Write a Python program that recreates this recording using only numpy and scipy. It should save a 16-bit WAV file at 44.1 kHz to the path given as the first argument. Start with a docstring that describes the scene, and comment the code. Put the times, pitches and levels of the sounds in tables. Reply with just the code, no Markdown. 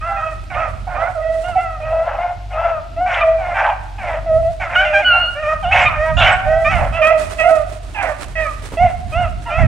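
"""A pack of beagles runs a trail in the brush beyond a stubble field, in light wind over a low drone.
From the start clean bays and hoarse barks overlap, built from harmonics that roughen with hoarseness,
and the edge of the woods returns a diffuse noise tail. One high squeal rises about 5 s in, among yelps.
Buffeting noise on the ports grows from 4 s. A dry noise rustles close by, plainest from about 7 s,
as the camera swings round and the pack shifts between the ports; two soft knocks follow near 8.7 s."""
import sys
import numpy as np
from scipy import signal
from scipy.fft import rfft, irfft, next_fast_len
from scipy.io import wavfile
from scipy.ndimage import uniform_filter1d, minimum_filter1d, map_coordinates

SR = 44100
rng = np.random.default_rng(int(sys.argv[2]) if len(sys.argv) > 2 else 0)


def pcm_store(signal):
    """Save signal as 16-bit PCM."""
    levels = np.round(np.clip(np.atleast_2d(signal), -1, 1) * 32767)
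    wavfile.write(sys.argv[1], SR, levels.astype(np.int16).T)


N = 426447
TOP_HZ = 15900  # band limit of the recorder


def amp(db):
    """Turn decibels into a gain factor on the sound pressure."""
    return 10 ** (np.asarray(db) / 20)


def unit(x):
    """Scale to rms 1, so that a level in dB can be set afterwards."""
    return x / np.sqrt(np.mean(x ** 2) + 1e-20)


def along(points, hz):
    """Read (f/Hz, value) points on a log frequency axis."""
    f, values = np.transpose(points)
    return np.interp(np.log(hz + 1), np.log(f + 1), values)


def curve(rows):
    """Read (t/s, value) rows at every sample."""
    return np.interp(np.arange(N) / SR, *np.transpose(rows))


def wobble(rate, size=N):
    """A smooth random curve with rate knots a second."""
    knots = rng.standard_normal(int(max(size / SR, .5) * rate) + 4)
    return map_coordinates(knots, [np.arange(size) * rate / SR + 1])


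def filtered(x, response):
    """Weight the spectrum by a response that is a function of frequency."""
    padded = next_fast_len(N + SR // 2)
    spectrum = rfft(x, padded) * response(np.fft.rfftfreq(padded, 1 / SR))
    return irfft(spectrum, padded)[..., :N]


def noise(colour, alike):
    """Coloured stereo noise of rms 1; alike is the share of its power common to both ports."""
    white = rng.standard_normal((3, N))
    mixed = np.sqrt(alike) * white[2] + np.sqrt(1 - alike) * white[:2]
    return unit(filtered(mixed, lambda hz: amp(along(colour, hz))))


def panned(x, left_db):
    """Tilt the balance between the two ports: half the difference up on one, half down on the other."""
    return x * amp(np.array([[1], [-1]]) * left_db / 2)


def span(start, length):
    """The sample times of one event."""
    return max(start, 0) + np.arange(int(length * SR)) / SR


def bursts(rows, t60):
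    """An envelope that jumps at each (t/s, level/dB) row and dies by 60 dB in t60 seconds."""
    envelope, age = np.zeros(N), np.arange(SR // 8) / SR
    for s, db in rows:
        envelope[round(s * SR):][:len(age)] += amp(db - 60 * age / t60)
    return envelope


def hush(body_db=-3, swing_db=4.5, body_hz=450):
    """A steady hiss whose low body swells and ebbs at random, like soft rubbing."""
    # Colour of the hiss and its low body: f/Hz, relative density/dB
    air_colour = [(30, -3.5), (100, -14), (300, 9.5), (700, -13), (2500, -2), (4500, -7.5), (9000, -20.5),
                  (11000, -30), (13000, -25), (15500, -55.5)]
    air = noise(air_colour, alike=0.75)
    body = filtered(air, lambda hz: 1 / (1 + (hz / body_hz) ** 8))
    return air - body + body * amp(body_db + swing_db * wobble(7))


def wind(breeze_db=-37, drone_db=-32, drone_hz=45.8, hush_db=-48):
    """Lumpy buffeting on each port, a low drone with its octave, and a faint hush under both."""
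    # Gusts on the ports: t/s at the peak, half width/s, level/dB before the balance
    gust_rows = [(0.7, 0.24, -34.5), (1.53, 0.058, -34), (1.86, 0.037, -33.5), (4.04, 0.031, -27.5),
                 (4.4, 0.15, -26.5), (5.799, 0.18, -25.5), (6.2, 0.13, -19.5), (6.521, 0.11, -23),
                 (6.8, 0.13, -18), (8.85, 0.037, -19), (9.2, 0.27, -24), (9.639, 0.043, -7)]
    # Colour of the buffeting: f/Hz, relative density/dB
    buffet_colour = [(12, -39.5), (20, -16), (43, -0.5), (87, -2), (128, -8.5), (259, -26), (420, -43),
                     (550, -60.5), (920, -120)]
    t = np.arange(N) / SR
    swells = sum(amp(db) * np.exp(-((t - s) / width) ** 2) for s, width, db in gust_rows)
    strength = amp(breeze_db) + swells
    # Each port has its own lumps, held within 5 dB up or down.
    lumps = amp(5 * np.tanh(np.array([wobble(24), wobble(24)])))
    buffet = strength * unit(lumps * noise(buffet_colour, alike=0.52))
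    phase = 2 * np.pi * np.cumsum(drone_hz * (1 + 0.0444 * wobble(14))) / SR
    tone = unit(np.sin(phase) + 0.39 * np.sin(2 * phase))
    drone = amp(drone_db + 2.6 * wobble(9.8)) * tone
    return panned(buffet, left_db=-6.5) + drone + amp(hush_db) * hush()


def rustle(level_db=-1, grain_db=2.0, snap_db=-8, rise=0.21):
    """Dry rubbing noise, grainy in time: each rub rises quickly and ebbs, with sharper snaps and two knocks."""
    # Faint rustle under the rubs: t/s, relative level/dB
    floor_rows = [(0, -48.5), (1.5, -50), (2.1, -55), (2.8, -55.5), (3.8, -49.5), (6.5, -44.5), (9.67, -44)]
    # Dry rubs close by: t/s, length/s, relative level/dB
    rub_rows = [(1.3, .45, -43), (6.683, 0.28, -40.5), (7.167, 0.27, -30.5), (7.31, 0.61, -39.5),
                (7.722, 0.05, -37), (8.017, 0.47, -39), (8.374, .3, -40.5), (8.617, 0.12, -32.5)]
    # Dry snaps within the rustle: t/s, relative peak level/dB
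    snap_rows = [(7.0435, -35), (7.0685, -21), (7.195, -26), (7.308, -26), (7.5063, -25.5), (7.5523, -28.5),
                 (7.937, -42), (8.0267, -22)]
    # Soft handling knocks on the camera: t/s, level/dB
    knock_rows = [(8.72, -27), (8.735, -26)]
    # Colours of the dry stuff and of the camera case: f/Hz, relative density/dB
    dry_colour = [(300, 6.5), (1500, 3), (5000, -8), (7000, -8.5), (8700, -5.5), (11000, -16), (14000, -27),
                  (16000, -28.5)]
    case_colour = [(80, -6), (300, -2), (700, -7.5), (1700, -17), (2600, -22), (6000, -45.5)]
    t = np.arange(N) / SR

    def stroke(age):
        """The force of one rub, which peaks at age 1."""
        return age * np.exp(1 - age)

    rubs = sum(amp(db) * stroke(np.maximum(t - s, 0) / (rise * length)) for s, length, db in rub_rows)
    force = amp(curve(floor_rows)) + rubs
    grain = unit(amp(grain_db * wobble(260) + 2.8 * wobble(30)))
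    strength = amp(level_db) * force * grain + amp(snap_db) * bursts(snap_rows, t60=0.091)
    rubbing = strength * noise(dry_colour, alike=0.24)
    knocks = bursts(knock_rows, t60=0.11) * noise(case_colour, alike=0.93)
    return panned(rubbing, left_db=-6) + knocks


def woods(x, build=0.012, apart=0.74):
    """Trunks scatter the calls back in a diffuse tail that builds up and decays at a rate set by frequency."""
    # Echo of the woods: f/Hz, t60/s
    decay_times = [(600, .75), (1400, .8), (2800, .6), (8000, .3)]
    hz, t, z = signal.stft(rng.standard_normal((2, SR)), SR, nperseg=256)
    z = z * amp(-60 * t / along(decay_times, hz)[:, None]) * (1 - np.exp(-t / build))
    common, own = signal.istft(z, SR, nperseg=256)[1]
    tail = np.array([common + apart * own, common - apart * own])
    return signal.fftconvolve(x[None], tail / np.linalg.norm(tail[0]), axes=1)[:, :N]


def whistles(waver=0.018):
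    """A second, much higher oscillator in the throat glides for a moment."""
    # Thin whistles amid the fiercest barking: t/s, length/s, start f/Hz, end f/Hz, peak level/dB
    whistle_rows = [(5.797, 0.065, 7170, 7730, -40), (6.15, .09, 7200, 6600, -43),
                    (6.317, 0.029, 7770, 7900, -32.5)]
    sound = np.zeros(N)
    for start, length, from_hz, to_hz, db in whistle_rows:
        t = span(start, length)
        hz = np.linspace(from_hz, to_hz, len(t)) * (1 + waver * wobble(90, len(t)))
        tone = np.sin(2 * np.pi * np.cumsum(hz) / SR)
        sound[round(start * SR):][:len(t)] += amp(db) * np.hanning(len(t)) ** .5 * tone
    return sound


def bay(t, pitch, hoarse, first_db, second_db, mouth_db, mouth_hz,
        low_doubling=0.53, doubling=0.76,  # beat depth of the fundamental against the rest; of a hoarse voice
        jitter=0.98, rasp=0.98, rasp_hz=330,  # phase and share of the chaos, and its knots a second
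        waver=0.0058, lurch=.02,  # pitch unsteadiness, clean and added by hoarseness
        mouth_width_hz=480, flutter_db=3.0, blur=0.31,
        attack=0.0019, release=0.023):  # s
    """One call: harmonics of the vocal folds, whose cycles turn irregular as the hound goes hoarse."""
    # Higher resonances of the muzzle: f/Hz, level/dB relative to the mouth resonance
    muzzle = [(2500, -49), (3300, -21.5), (4000, -37.5), (5400, -31), (7500, -39.5), (10500, -47.5),
              (14000, -87)]
    # A bay near 6 s cracks into period doubling: t/s, added depth of the every-other-cycle beat
    crack_rows = [(6.04, 0), (6.06, 0.3), (6.105, 1.5), (6.12, 0.0015)]
    # Brush between the hounds and the field: t/s, cover 0-1
    cover_rows = [(0, 0.92), (2.8, 0.8), (4.7, 0.48), (7, 0.81), (9.6, 0.59)]
    hoarse, size = np.clip(hoarse, 0, 1), len(t)
    k = np.arange(1, 14)[:, None]  # harmonic numbers

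    def each(rate):
        """An independent wobble for every harmonic."""
        return np.array([wobble(rate, size) for _ in k])

    # The open mouth lifts whichever overtones lie near its resonance.
    mouth = 1 / (1 + ((k * pitch - mouth_hz) / mouth_width_hz) ** 4)
    upper = (k > 2) * (mouth + amp(along(muzzle, k * pitch)))
    upper = upper / np.linalg.norm(upper, axis=0)
    gains = amp(mouth_db) * upper + (k == 1) * amp(first_db) + (k == 2) * amp(second_db)

    # A strained voice lurches in pitch.
    phase = 2 * np.pi * np.cumsum(pitch * (1 + (waver + lurch * hoarse) * wobble(83.8, size))) / SR

    # Chaotic vibration takes a share of every harmonic and spreads it into a band, widest for the overtones.
    share = np.clip(rasp * hoarse, 0, 1) ** 2
    chaos = each(rasp_hz) + 1j * each(rasp_hz)
    chaos = chaos / np.sqrt(np.abs(chaos) + 1e-9)  # even out its swings in level
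    chaos = chaos * np.exp(1j * jitter * np.minimum(k, 3) * wobble(330, size))
    voice = np.sqrt(1 - share) + np.sqrt(share) * chaos

    # When strong and weak cycles alternate, lines appear halfway between the overtones.
    depth = doubling * hoarse + np.interp(t, *np.transpose(crack_rows))
    voice = voice * (1 + np.where(k > 1, 1, low_doubling) * depth * np.cos(phase / 2))

    # As the hound runs, shifting paths through the brush make each harmonic flutter and blur the higher ones.
    cover = np.interp(t[0], *np.transpose(cover_rows))
    flutter = unit(amp(flutter_db * cover * each(54.6)))
    paths = flutter * np.exp(1j * blur * cover * np.minimum(k, 4) * each(110.8))

    harmonics = np.imag(voice * paths * np.exp(1j * k * phase))
    sound = np.sum(gains * (k * pitch < TOP_HZ) * harmonics, axis=0)
    gate = np.clip((t - t[0]) / attack, 0, 1) * np.clip((t[-1] - t) / release, 0, 1)
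    # The root of 2 makes the harmonic levels rms levels.
    return np.pad(np.sqrt(2) * sound * gate, (round(t[0] * SR), N))[:N]


def squeal(hoarse=0.013, third_db=-43, mouth_hz=4300):
    """One hound holds a thin, clean note an octave above the rest."""
    # The long squeal: t/s, pitch f/Hz, fundamental level/dB, second harmonic level/dB
    squeal_rows = [(5.045, 1463, -17, -23), (5.065, 1486, -11.5, -14), (5.145, 1375, -13.5, -15.5),
                   (5.235, 1434, -19, -19.5), (5.261, 1420, -42, -21), (5.293, 1433, -15, -23),
                   (5.31, 1460, -17, -26)]
    s, *columns = np.transpose(squeal_rows)
    t = span(s[0], s[-1] - s[0])
    pitch, first_db, second_db = [np.interp(t, s, column) for column in columns]
    return bay(t, pitch, hoarse, first_db, second_db, third_db, mouth_hz)


def call(row, swell_db, second_swell_db, bright_db, fade_db, roundness, edge_rasp, catch, catch_s, closing,
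         shut_db=4, open_s=0.0073, soft_db=7, ease=0.04, bend=0.04, tail_s=0.013):
    """One push of breath swells to a crest and ebbs, shaping level, pitch and hoarseness as the jaw moves."""
    start, length, pitch, glide, arch, crest, hoarse, first_db, second_db, mouth_db, mouth_hz = row
    t = span(start, length + tail_s)
    u = np.clip((t - start) / length, 0, 1)  # share of the call gone by
    # Slack is 0 at the crest of effort and 1 at both ends.
    slack = np.interp(u, [0, np.clip(crest, .05, .95), 1], [1, 0, 1]) ** roundness

    # The voice catches high before it settles.
    semitones = glide * (u - .5) - arch * slack + catch * np.exp(-(t - start) / catch_s)
    hz = pitch * 2 ** ((semitones + bend * wobble(28, len(t))) / 12)

    # The longer the call, the more gently it starts; the overtones come in as the jaw opens.
    onset_db = soft_db * np.exp(-u / ease)
    muffle_db = shut_db * np.exp(-(t - start) / open_s)
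    first_db = first_db - onset_db - swell_db * slack
    second_db = second_db - onset_db - muffle_db - second_swell_db * slack
    # As the jaw closes, the mouth resonance sinks and fades.
    mouth_db = mouth_db - muffle_db - bright_db * slack - fade_db * (u - .5)
    mouth_hz = mouth_hz * (1 - closing * (u - .5))
    return bay(t, hz, hoarse * (1 + edge_rasp * slack), first_db, second_db, mouth_db, mouth_hz)


def pack(low_hz=520):
    """All the hounds together; their small throats pass nothing far below the pitch."""
    # Tuneful bays, with hoarseness and nominal levels for the crest: t/s, length/s, pitch f/Hz,
    # glide from start to end/semitones, arch of the crest above the ends/semitones,
    # crest as a share of the call 0-1, hoarseness 0-1, fundamental level/dB,
    # second harmonic level/dB, mouth resonance level/dB, mouth resonance f/Hz
    bay_rows = [ (0.01, .25, 690, 1.26, 2.1, 0.26, 0.23, -27.5, -21.5, -34.5, 2170),
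                (0.083, 0.15, 797, -0.4, 0.5, 0.4, 0.04, -23.5, -39, -65, 2800),
                (0.162, 0.18, 640, 0.04, 0.94, 0.57, 0.17, -27, -24.5, -31, 2220),
                (0.542, 0.16, 649, 0.5, 2.1, 0.43, 0.17, -25.5, -21, -31.5, 2120),
                (0.868, 0.096, 719.5, 0, 0.4, 0.1, 0.31, -21.5, -40, -51, 2200),
                (0.948, .15, 665.4, 4.5, 0.2, 0.55, 0.31, -24, -22.5, -31.5, 1900),
                (1.068, 0.059, 732, 1, 0.9, 0.32, 0.2, -19.5, -38, -53, 2200),
                (1.15, 0.083, 625, -0.6, -.5, .4, 0.05, -19, -31.5, -47, 1960),
                (1.211, 0.237, 650, 0.3, 0.2, 0.34, 0.03, -18.5, -42, -36.5, 1900),
                (1.434, 0.13, 716, 0, 1.8, 0.26, 0.2, -21, -29.5, -38, 2540),
                (1.553, 0.064, 739, 0.3, 0, 0.15, 0.02, -13, -48, -37.5, 2300),
                (1.562, 0.22, 683.6, 0.2, 1.9, 0.15, 0.09, -27, -27, -34.5, 2130),
                (1.801, 0.26, 641.3, 1.23, -0.06, 0.88, .27, -15, -29, -35.5, 2190),
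                (2.179, 0.16, 716, 0.8, 0.85, 0.32, .45, -17, -32, -35.5, 2200),
                (2.526, .28, 677.7, 0.2, 2.16, 0.45, 0.23, -17, -24.5, -36, 2270),
                (2.963, 0.15, 738.3, 1.5, 2.6, 0.4, .08, -14.5, -34.5, -38.5, 2280),
                (3.212, .155, 646.6, -0.3, -0.4, 0.42, 0.05, -9, -38, -34, 1920),
                (4.26, .15, 641, 0.4, -0.6, 0.52, 0.02, -9.5, -34, -40, 1970),
                (4.428, 0.083, 655, 0.94, -0.44, 0.4, 0.01, -11.5, -42, -43.5, 2060),
                (4.761, 0.26, 611, -0.17, -.1, 0.95, 0.03, -15.5, -38.5, -29, 2320),
                (4.848, .08, 698, 1, 1.1, 0.05, 0.25, -24, -28.5, -23.5, 2400),
                (5.018, 0.03, 697, -0.7, -.5, 0.7, .1, -21, -32, -22.5, 2230),
                (5.07, .2, 735.5, -0.3, 3, 0.5, 0.52, -22, -29.5, -33.5, 2110),
                (5.349, 0.11, 622, 2, 1.4, 0.5, 0.1, -24.5, -34, -31.5, 1880),
                (5.424, .125, 622, 0.36, .7, 0.9, 0.11, -16.5, -19, -23, 2070),
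                (5.512, 0.077, 645, 0.7, 1.5, 0.3, 0.25, -28.5, -25, -31.5, 1940),
                (5.626, 0.12, 707, 1.8, -3, 0.28, 0.21, -15.5, -29.5, -31.5, 2650),
                (5.959, 0.21, 640, 1.3, 1.14, 0.41, 0.04, -15, -27.5, -27, 1900),
                (6.235, 0.086, 750, 0.1, 1.6, .55, 0.18, -21.5, -21, -19, 2840),
                (6.274, 0.4, 758.4, 0.5, -0.4, 0.53, 0.08, -23.5, -32, -56, 2300),
                (6.447, 0.25, 651, 2.1, .9, 0.27, 0.05, -12, -34, -29.5, 1860),
                (6.645, 0.087, 628, 2.5, 0.3, 0.36, .08, -26, -19.5, -17.5, 2190),
                (6.924, 0.093, 665, 1.7, 0.7, 0.61, 0.3, -22.5, -25, -25, 2430),
                (6.988, 0.22, 636, 0, 0.3, 0.48, 0.07, -9.5, -33, -51, 2320),
                (7.095, 0.068, 680, -0.3, 1.4, 0.37, 0.25, -16, -36.5, -25.5, 2130),
                (7.015, 0.12, 636, 2, 0.3, 0.38, 0.17, -25.5, -16, -16, 2224),
                (7.178, 0.085, 611, -0.4, -0.5, 0.46, 0.1, -22, -34, -52, 2300),
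                (7.383, 0.068, 632, 0.7, 0, 0.44, 0.17, -16.5, -26, -18.5, 2230),
                (7.432, 0.2, 651.4, -0.5, 1.4, 0.22, 0.05, -9.5, -23.5, -32.5, 1950),
                (7.433, 0.08, 703.5, 2.5, -0.6, 0.52, 0, -10.5, -25, -26.5, 2250),
                (8.353, 0.13, 629, -2, 1.2, 0.42, 0.18, -21, -32, -23, 2080),
                (8.443, 0.086, 625, -0.3, 0.9, .3, 0.1, -38, -24.5, -51, 1900),
                (8.77, 0.12, 728, 1, 2.26, 0.52, 0.07, -8.5, -34, -25.5, 2150),
                (9.121, .16, 717.3, 1, 3, .48, 0.11, -16, -25, -29, 2450),
                (9.454, 0.071, 922, -3, 3.3, 0.3, .15, -26.5, -38, -43, 2700),
                (9.46, 0.24, 687.5, -0.8, 1.05, 0.29, 0.23, -25.5, -26.5, -37, 2340),
                (9.502, 0.11, 645, 2.5, 0.8, 0.68, 0.04, -21, -27.5, -25, 2350), ]
    # Hoarse barks: same columns
    bark_rows = [ (0.5, 0.21, 689.6, -2, 0.14, 0.53, 0.77, -24.5, -31.5, -32.5, 2080),
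                 (0.88, 0.23, 698, -1, .1, 0.66, 0.99, -26, -33.5, -39, 2100),
                 (2.04, .17, 656, -0.4, -.4, 0.43, 0.79, -21.5, -30, -37.5, 2200),
                 (2.505, 0.22, 684, -0.5, 0.015, 1, 0.93, -23.5, -35, -36.5, 2190),
                 (3.06, 0.17, 709, -3.5, .3, 0.67, 0.79, -21, -23, -22.5, 2170),
                 (3.38, .17, 715, -1.4, -0.69, 0.84, 0.52, -22, -33, -31, 2160),
                 (3.54, .14, 780, .4, .4, 0.43, 0.87, -18, -20.5, -26, 2200),
                 (3.62, .125, 830, -1, .6, 0.49, 0.94, -16.5, -30.5, -29.5, 2240),
                 (3.98, .22, 678.6, -4, -0.9, 0.64, 0.77, -22.5, -32.5, -30.5, 2080),
                 (4.598, .09, 714, -2.5, 1, .35, .72, -22.5, -27.5, -26, 2100),
                 (4.69, 0.08, 693.5, 0.5, .1, 0.93, 1, -26, -25.5, -28, 2030),
                 (5.71, 0.17, 735, 0, .6, 0.51, .88, -13.5, -22, -14.5, 2266),
                 (5.89, .1, 626.5, -1, -0.36, 0.37, 0.63, -30.5, -22, -32.5, 2040),
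                 (6.168, .1, 678, 0, -.5, 0.54, 0.55, -12, -18, -15, 2890),
                 (6.2, 0.162, 750, -0.2, .5, .52, 0.87, -13.5, -17.5, -15.5, 2230),
                 (6.7, 0.105, 714, -2.5, 0.39, 0.24, 0.44, -20, -25.5, -23, 2280),
                 (6.77, .13, 642.4, 1.8, -0.083, 0.34, 1, -17, -31.5, -35, 1930),
                 (7.945, .11, 790, -3.5, 0.22, 0.81, 0.65, -23, -27.5, -27, 2230),
                 (8.01, .125, 635, -4, -0.41, 0.42, 0.77, -19.5, -30.5, -27.5, 1930),
                 (8.81, 0.12, 687, -1, 0.26, 0.6, 0.57, -27, -41.5, -33.5, 2170),
                 (9.2, 0.081, 676.4, -4, 0.13, 0.54, 0.46, -26.5, -31.5, -37, 2350),
                 (9.58, .09, 660, -2.5, 0.38, .3, 0.42, -18.5, -34, -24.5, 1990), ]
    # Bright yelps and squeaks: same columns
    yelp_rows = [ (3.205, 0.035, 1214, 0.057, 0.31, .45, 0.18, -18, -17, -42, 3780),
                 (4.75, .106, 737.4, 1.5, -.8, 0.15, 0.07, -22.5, -9, -18.5, 2580),
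                 (4.929, .088, 783, 0.22, -0.97, 0.37, 0.066, -21.5, -13.5, -16, 2340),
                 (5.715, .03, 1302, 2.3, 0.25, 0.6, 0.12, -26, -7.5, -44.5, 4000),
                 (5.85, 0.042, 1233, -0.46, 0.45, 0.6, 0.16, -15, -9, -32, 3780), ]
    bays = sum(call(row, swell_db=10.5, second_swell_db=8, bright_db=7.5, fade_db=7.5, roundness=1.629,
                    edge_rasp=0.033, catch=1.147, catch_s=0.0089, closing=0.07) for row in bay_rows)
    barks = sum(call(row, swell_db=7.5, second_swell_db=5, bright_db=8.5, fade_db=3.5, roundness=1.75,
                     edge_rasp=-0.44, catch=1, catch_s=0.01535, closing=0.047) for row in bark_rows)
    yelps = sum(call(row, swell_db=1, second_swell_db=19, bright_db=8, fade_db=1.5, roundness=2.2,
                     edge_rasp=5.7, catch=2, catch_s=.005, closing=0.066) for row in yelp_rows)
    voices = bays + barks + yelps + squeal() + whistles()
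    return filtered(voices, lambda hz: 1 - 1 / (1 + (hz / low_hz) ** 16))


def ports(x):
    """Sound from one side reaches one port a little before the other."""
    # How much sooner the calls reach the left port as the camera turns: t/s, lead/ms
    lead_rows = [(0, -.01), (1.1, -.04), (2.2, .02), (3, 0), (6.8, 0), (7.2, .09), (8.2, .11), (8.7, 0)]
    lead = curve(lead_rows) * SR / 1000  # samples
    return np.array([map_coordinates(x, [np.arange(N) + side * lead / 2]) for side in (1, -1)])


def scene():
    """Wind and rustle at the camera, with the distant hounds and their echo from the same side."""
    # Where the pack lies as the camera turns: t/s, left over right level/dB
    bearing_rows = [(0, -2.5), (.9, -6), (1.3, -6), (2.1, .7), (2.7, 2.2), (3.3, -1.3), (5.7, -1.8),
                    (6.7, -4), (7.4, -8), (8.4, -7.5), (8.9, -3), (9.6, -3)]
    hounds = pack()
    echo = amp(-13) * woods(hounds)
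    return wind() + rustle() + panned(ports(hounds) + echo, curve(bearing_rows))


def record(dry, ceiling=1.0, hold_s=0.0013):
    """A quick limiter holds back the peaks, the last 4 ms fade out, and a filter cuts all above the band limit."""
    needed = np.minimum(1, ceiling / (np.abs(dry).max(axis=0) + 1e-9))
    hold = 2 * int(hold_s * SR) + 1  # samples
    gain = uniform_filter1d(minimum_filter1d(needed, hold), hold)
    fade = np.minimum(1, np.arange(N)[::-1] / (.004 * SR))
    return filtered(dry * gain * fade, lambda hz: hz < TOP_HZ)


dry = scene()
out = record(dry)
pcm_store(out)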